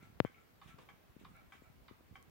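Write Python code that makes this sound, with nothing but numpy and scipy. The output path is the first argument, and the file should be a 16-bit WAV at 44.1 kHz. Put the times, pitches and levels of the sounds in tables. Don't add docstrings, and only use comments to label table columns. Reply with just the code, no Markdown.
import sys
import numpy as np
from scipy import signal
from scipy.fft import rfft, irfft, next_fast_len
from scipy.io import wavfile
from scipy.ndimage import uniform_filter1d, map_coordinates

SR = 44100
rng = np.random.default_rng(int(sys.argv[2]) if len(sys.argv) > 2 else 0)


def how_loud(loudness_db):
    steps = np.asarray(loudness_db, float) / 20
    return 10 ** steps


def master(y):
    cut = np.clip(np.atleast_2d(y).T, -1, 1)
    pcm = np.round(cut * 32767)
    wavfile.write(sys.argv[1], SR, pcm.astype(np.int16))


N = 101429


def unit(x):
    return x / np.sqrt(np.mean(x ** 2) + 1e-20)


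def along(points, hz):
    f, v = np.transpose(points)
    return np.interp(np.log(hz + 1), np.log(f + 1), v)


def filtered(x, response):
    n = x.shape[-1]
    m = next_fast_len(n + 8192)
    return irfft(rfft(x, m) * response(np.fft.rfftfreq(m, 1 / SR)), m)[..., :n]


def add(out, start_s, x):
    i = max(round(start_s * SR), 0)
    out[:, i:i + x.shape[-1]] += x[:, :max(N - i, 0)]


def room_tail():
    # pitch_hz, t60_s
    room_decay = [(300, 0.498), (1500, 0.393), (4000, 0.272), (8000, 0.198)]
    hz, t, z = signal.stft(rng.standard_normal((2, SR // 2)), SR, nperseg=256)
    decay = how_loud(-60 * t / along(room_decay, hz)[:, None])
    h = signal.istft(z * decay, SR, nperseg=256)[1]
    return np.pad(h / np.linalg.norm(h[0]), ((0, 0), (200, 0)))


def rattle_case(rows, case, rise_s, hold_s, t60_s, blow_db, gain_db, room_db, tilt_db):
    out, t = np.zeros((2, N)), np.arange(SR // 4) / SR

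    def ring(f):
        modes = 0
        for k, (centre_hz, width_hz, db) in enumerate(case):
            damping = 1j * f * width_hz
            modes = modes + (-1) ** k * how_loud(db) * damping / (centre_hz ** 2 - f * f + damping)
        port_tilt = how_loud(np.outer([-tilt_db, tilt_db], np.log2((f + 50) / 1500)))
        return modes * port_tilt / (1 + 1j * f / 7520) ** 2

    fade_db = -60 * np.maximum(t - hold_s, 0) / t60_s - 5.2 * np.minimum(t / hold_s, 1)
    envelope = (1 - np.exp(-t / rise_s)) * how_loud(fade_db)
    for start_s, level_db, *_ in rows:
        noise = rng.standard_normal((3, len(t)))
        grit = how_loud(3.43 * rng.standard_normal(len(t)))
        rattle = (noise[:-1] + 0.645 * noise[-1]) * grit * envelope
        first_blow = how_loud(blow_db - 60 * t / 0.00374) * noise[-1]
        x = filtered(rattle + first_blow, ring)
        x = x * how_loud(level_db + gain_db - 6) / np.sqrt(np.mean(x[:, :SR // 50] ** 2))
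        add(out, start_s, x)
        add(out, start_s, how_loud(room_db) * signal.fftconvolve(x, room_tail(), axes=1))
    return out


def escapement(rows, modes, contacts):
    out, t = np.zeros((2, N)), np.arange(SR // 6) / SR
    lead_s = .005
    hz, mode_db, t60_s = np.transpose(modes)[..., None]
    for start_s, level_db, late_db, bright_db in rows:
        x = np.zeros((2, SR // 4))
        for delay_ms, contact_db, tilt_db in contacts:
            size_db = level_db + contact_db + late_db * (delay_ms > 5) + mode_db
            size_db = size_db + (tilt_db + bright_db) * np.log2(hz / 1500)
            size_db = size_db + 2.2 * rng.standard_normal((2, len(modes), 1))
            phase = 2 * np.pi * rng.random(hz.shape) + 0.712 * rng.standard_normal(size_db.shape)
            pitch_hz = hz * (1 + .012 * rng.standard_normal(hz.shape))
            ring = how_loud(size_db - 60 * t / t60_s) * np.sin(2 * np.pi * pitch_hz * t + phase)
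            ring = ring.sum(axis=1) * (1 - np.exp(-t / .0009))
            first = round((delay_ms + 1000 * lead_s) * SR / 1000)
            x[:, first:][:, :len(t)] += ring
        add(out, start_s - lead_s, x)
        add(out, start_s - lead_s, how_loud(-6) * signal.fftconvolve(x, room_tail(), axes=1))
    return out


def room_tone():
    # pitch_hz, level_db (per Hz)
    hiss_colour = [(25, -14.5), (60, -3), (250, -8), (700, -14), (2200, -19.5), (5000, -29), (9500, -34),
                   (15800, -26.5)]
    # pitch_hz, level_db (per Hz)
    rumble_colour = [(28, -19), (48, 1.5), (80, 0), (150, -4.5), (350, -13.5), (800, -41)]
    # time_s, level_db
    grip_level = [(0, -67.5), (.29, -70), (.42, -79.5), (.6, -74), (.69, -63), (.78, -74), (1.12, -82),
                  (1.25, -63), (1.5, -71), (1.6, -74.5), (1.72, -68), (1.92, -69), (2.0, -77.5),
                  (2.15, -70), (2.3, -68.5)]
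    z = signal.stft(rng.standard_normal((2, N + 512)), nperseg=512)[2]
    patches = uniform_filter1d(rng.standard_normal(z.shape), 6, 1)
    patches = uniform_filter1d(patches, 10, 2)
    hiss = signal.istft(z * how_loud(1.32 * unit(patches)), nperseg=512)[1][:, :N]
    hiss = unit(filtered(hiss, lambda f: how_loud(along(hiss_colour, f)) * (f < 15830)))
    lump_steps = np.arange(N) * 30 / SR
    lumps = np.array([map_coordinates(k, [lump_steps]) for k in rng.standard_normal((2, 80))])
    rumble = filtered(rng.standard_normal((2, N)), lambda f: how_loud(along(rumble_colour, f)))
    rumble = unit(how_loud(3.5 * lumps) * rumble)
    grip = how_loud(np.interp(np.arange(N) / SR, *np.transpose(grip_level)))
    return how_loud(-69.5 + 3) * hiss + grip * rumble


def far_chirps():
    # start_s, length_s, pitch_hz, level_db
    chirp_rows = [
        (0.399, 0.0337, 7200, -78),
        (1.6, 0.082, 7300, -79),
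    ]
    out, t = np.zeros((2, N)), np.arange(SR // 10) / SR
    for start_s, length_s, pitch_hz, level_db in chirp_rows:
        fuzz = unit(uniform_filter1d(rng.standard_normal((2, len(t))), size=150))
        swell = np.sin(np.pi * np.clip(t / length_s, 0, 1))
        add(out, start_s, how_loud(level_db) * fuzz * swell * np.sin(2 * np.pi * pitch_hz * t))
    return out


def case_snaps():
    # start_s, left_db, right_db, pitch_hz
    snap_rows = [(.028, -67, -52, 6500), (.322, -62.5, -55, 5500), (1.366, -61, -48, 10000),
                 (1.413, -69.5, -60, 5500), (1.29, -70, -59, 6000), (2.227, -57, -42, 8500),
                 (2.298, -66, -57, 7000)]
    out, t = np.zeros((2, N)), np.arange(SR // 10) / SR
    for start_s, left_db, right_db, pitch_hz in snap_rows:
        ping = how_loud(-60 * t / 0.00081) * np.sin(2 * np.pi * pitch_hz * t)
        add(out, start_s, how_loud([[left_db], [right_db]]) * ping)
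    return out


def cloth_rustle():
    # start_s, level_db
    rustle_rows = [(.02, -66.5), (.625, -64.5), (.671, -59.5), (.8, -65), (1.19, -66), (1.53, -64)]
    # pitch_hz, width_hz, level_db
    cloth_colour = [(1960, 1780, 0), (3930, 1240, -2), (7000, 5960, -9)]
    return rattle_case(rustle_rows, cloth_colour, rise_s=.006, hold_s=.035, t60_s=.18,
                       blow_db=-15, gain_db=.1, room_db=-9.5, tilt_db=-0.05)


def table_click():
    # start_s, level_db
    click_rows = [
        (.7848, -50.5),
    ]
    # pitch_hz, width_hz, level_db
    table_colour = [(500, 588, 3), (1300, 1004, .3), (2745, 2000, -7)]
    return rattle_case(click_rows, table_colour, rise_s=.0008, hold_s=0.011, t60_s=0.07,
                       blow_db=5, gain_db=-3.5, room_db=-4.5, tilt_db=0.27)


def finger_thumps():
    # peak_s, peak_db, width_ms, direction
    left_thumps = [(0.0305, -55.5, 2.12, 1), (0.0745, -55.5, 1.47, 1), (0.0923, -55, 2.24, -1),
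                   (0.1781, -55, 1.43, -1), (0.7441, -46, 2.05, -1), (0.766, -54, 1.21, -1),
                   (0.7863, -51.5, 0.625, 1), (0.8028, -55, 2, -1), (0.8329, -55, 1.28, -1),
                   (0.9164, -56.5, 1.33, -1), (1.1662, -41, 1.174, 1), (1.1951, -54, 1.53, 1),
                   (1.2211, -56.5, 2.53, -1), (1.24, -50, 2.58, -1), (1.4782, -53, 3.84, -1),
                   (1.553, -51.5, 1.02, -1), (1.6218, -46, 0.96, 1), (1.7012, -49.5, 1.81, 1),
                   (1.7646, -56.5, 1.77, 1), (1.7759, -53.5, 3.37, 1), (1.9125, -41.5, 1.09, 1),
                   (1.9207, -50, 2.2, 1), (2.1245, -52, 3.37, -1)]
    # peak_s, peak_db, width_ms, direction
    right_thumps = [(0.0037, -52, 2.3, 1), (0.03, -45.5, 1.276, 1), (0.0456, -53.5, 2.62, -1),
                    (0.0732, -54, 2.49, -1), (0.1017, -49.5, 1.91, -1), (0.1277, -52, 2.32, -1),
                    (0.158, -51, 3.5, -1), (0.1725, -54.5, 2.26, -1), (0.2998, -52.5, 0.95, 1),
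                    (0.6605, -45, 1.965, -1), (0.6742, -53.5, 1.7, -1), (0.6934, -49.5, 1.69, -1),
                    (0.7964, -50, 1.53, -1), (0.9385, -52, 1.85, -1), (1.2144, -46, 1.135, 1),
                    (1.226, -53, 1.55, -1), (1.237, -45, 1.62, -1), (1.2675, -55, 1.57, -1),
                    (1.3173, -52.5, 1.64, -1), (1.3415, -52, 2.6, -1), (1.6748, -51, 3.12, -1),
                    (2.0085, -51, 0.93, 1), (2.1136, -44.5, 2.49, -1), (2.1261, -48.5, 1.3, -1),
                    (2.1425, -53.5, 3.24, -1), (2.1867, -52, 2.54, -1),
                    (1.6, -56, 3.37, -1), (1.82, -52.5, 4.14, -1), (2.282, -52, 2.57, -1),
                      (1.1, -52.5, 3.73, -1)]
    out, t = np.zeros((2, N)), np.arange(-400, 1200) / SR
    leak_db = -17
    left_side = (left_thumps, [[0], [leak_db]])
    right_side = (right_thumps, [[leak_db], [0]])
    for rows, port_db in (left_side, right_side):
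        for peak_s, peak_db, width_ms, direction in rows:
            u = 1000 * t / width_ms
            slowing = np.where(u < 0, 1, 0.761)
            hump = np.exp(-(u / np.where(u < 0, 0.725, 1.813)) ** 2 / 2)
            swing = np.cos(2 * np.pi * abs(u) ** slowing / 3.1) * hump
            add(out, peak_s + t[0], np.sign(direction) * how_loud(peak_db) * how_loud(port_db) * swing)
    return out


def knocks():
    # peak_s, spike_db, spike_width_ms, body_db, body_pitch_ratio
    knock_rows = [
        (0.2024, -7.6, .215, 0.16, 1.011),
        (0.2492, -25, 0.297, -8.5, 0.971),
        (0.7851, -48, .25, -45, 1.53),
    ]
    # pitch_hz, level_db, t60_s
    body_modes = [(250.1, 2, 0.00759), (108.3, -19, 0.039), (441, -6, .0094)]
    right_port_db = [-21, -22.5, -0.5]
    lag_s = 0.000264
    out, t = np.zeros((2, N)), np.arange(-100, SR // 10) / SR
    for (peak_s, spike_db, width_ms, body_db, ratio), right_db in zip(knock_rows, right_port_db):
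        u = np.maximum(t - [[0], [lag_s]], 0)
        lopsided = np.where(t > 0, .6, 1.6)
        spike = -how_loud(spike_db) * np.exp(-4 * np.log(2) * abs(1000 * t / width_ms) ** 1.83 * lopsided)
        crack = np.diff(rng.standard_normal(len(t) + 1))
        spike = spike + how_loud(spike_db - 39.5 - 60 * abs(t) / 0.0037) * crack
        body = 0
        for k, (hz, db, t60_s) in enumerate(body_modes):
            swing = np.sin(2 * np.pi * hz * ratio * u)
            body = body + (-1) ** k * how_loud(body_db + db - 60 * u / t60_s) * swing
        body = body * (1 - np.exp(-u / 0.002026))
        knock = body * how_loud([[0], [right_db]]) + spike * how_loud([[0], [right_db - 23.5]])
        add(out, peak_s + t[0], knock)
    return out


def far_clockwork():
    # start_s, level_db
    far_rows = [
        (.001, -62),
        (.352, -64),
        (.676, -65),
        (1.34, -57.5),
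        (1.63, -65),
    ]
    # pitch_hz, width_hz, level_db
    far_case = [(639, 63.4, -9), (806.3, 57, -8), (1344.6, 40, 4), (1703.5, 40, -8), (2025.6, 89.4, -8),
                (2307, 90, -2.5), (2747, 65, -14), (3790, 543, -22)]
    # start_s, level_db, later_contacts_db, brightness_db_per_octave
    ping_rows = [
        (.344, -61, -2.5, .1),
    ]
    # pitch_hz, level_db, t60_s
    ping_modes = [(2248, 0, .04), (2453, -3.5, .04), (2784, -8, .03)]
    # delay_ms, level_db, brightness_db_per_octave
    ping_contacts = [
        (.1, 0.64, .1),
        (9, -4.5, .1),
    ]
    rattle = rattle_case(far_rows, far_case, rise_s=.012, hold_s=.05, t60_s=0.13,
                         blow_db=-15, gain_db=-2, room_db=-4.5, tilt_db=1.5)
    return rattle + escapement(ping_rows, ping_modes, ping_contacts)


def tocks():
    # start_s, level_db, later_contacts_db, brightness_db_per_octave
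    tock_rows = [
        (.6148, -54, 4, .2),
        (1.248, -51.5, 1.5, 1.2),
        (1.8818, -51, -2.5, 1.8),
    ]
    # pitch_hz, width_hz, level_db
    tock_case = [(790, 173, -7.5), (1166, 335, 0.5), (2165, 620, -7.5), (3270, 900, -7.5),
                 (4740, 1500, -17.5)]
    # pitch_hz, level_db, t60_s
    tock_modes = [(791, -9, .04), (1097.4, .3, .032), (1235.7, -1.5, .03), (1649.5, -9, .025),
                  (2027, -9, .028), (2372, -10, .028), (2948, -12, .03), (3564, -9, .022),
                  (3800, -12, .018), (4550, -19, .015), (5035, -24, .015)]
    # delay_ms, level_db, brightness_db_per_octave
    tock_contacts = [
        (-1, -17, 8),
        (1.15, -6, 5),
        (3, 0.16, -3),
        (8.5, -4, -1),
        (18, -11.5, 1.35),
    ]
    rattle = rattle_case(tock_rows, tock_case, rise_s=0.35, hold_s=.01, t60_s=0.0556,
                         blow_db=-12.5, gain_db=-8.5, room_db=-6.5, tilt_db=4)
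    return rattle + escapement(tock_rows, tock_modes, tock_contacts)


def ticks():
    # start_s, level_db, later_contacts_db, brightness_db_per_octave
    tick_rows = [
        (.2535, -52, 2.5, 1.2),
        (.887, -51, -.3, -.3),
        (1.521, -51.5, .6, 1.2),
        (2.154, -51, -5, 1.3),
    ]
    # pitch_hz, width_hz, level_db
    tick_case = [(789, 150, -6), (1121, 120, 0.5), (1550, 350, -5), (2247, 350, -2.5), (3220, 400, -11),
                 (5500, 3000, -17.5)]
    # pitch_hz, level_db, t60_s
    tick_modes = [(780.7, -6.5, .065), (1096.1, -3, .06), (1278.7, -7, .05), (1556.4, -5.5, .06),
                  (1703, -9, .04), (1988, -8, .035), (2172.8, -3, .03), (2286.2, -.5, .03),
                  (3169.8, -7, .032), (3487, -12, .025), (4144, -23, .015)]
    # delay_ms, level_db, brightness_db_per_octave
    tick_contacts = [
        (-1.12, -13.5, 2),
        (0.62, -0.08, .5),
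        (7.5, -7.5, -1),
        (13, -7, -0.1),
        (22, -11.5, -2),
    ]
    rattle = rattle_case(tick_rows, tick_case, rise_s=.003, hold_s=.014, t60_s=.085,
                         blow_db=-9, gain_db=-8.5, room_db=-6.5, tilt_db=2.2)
    return rattle + escapement(tick_rows, tick_modes, tick_contacts)


def scene():
    background = room_tone() + far_chirps() + far_clockwork()
    handling = case_snaps() + cloth_rustle() + finger_thumps() + knocks()
    return background + handling + table_click() + tocks() + ticks()


def roll_off(x):
    return signal.sosfilt(signal.butter(12, 16500, fs=SR, output="sos"), x)


def record(dry):
    mix = filtered(dry, lambda f: (1j * f / (18 + 1j * f)) ** 2)
    return roll_off(mix)


dry = scene()
out = record(dry)
master(out)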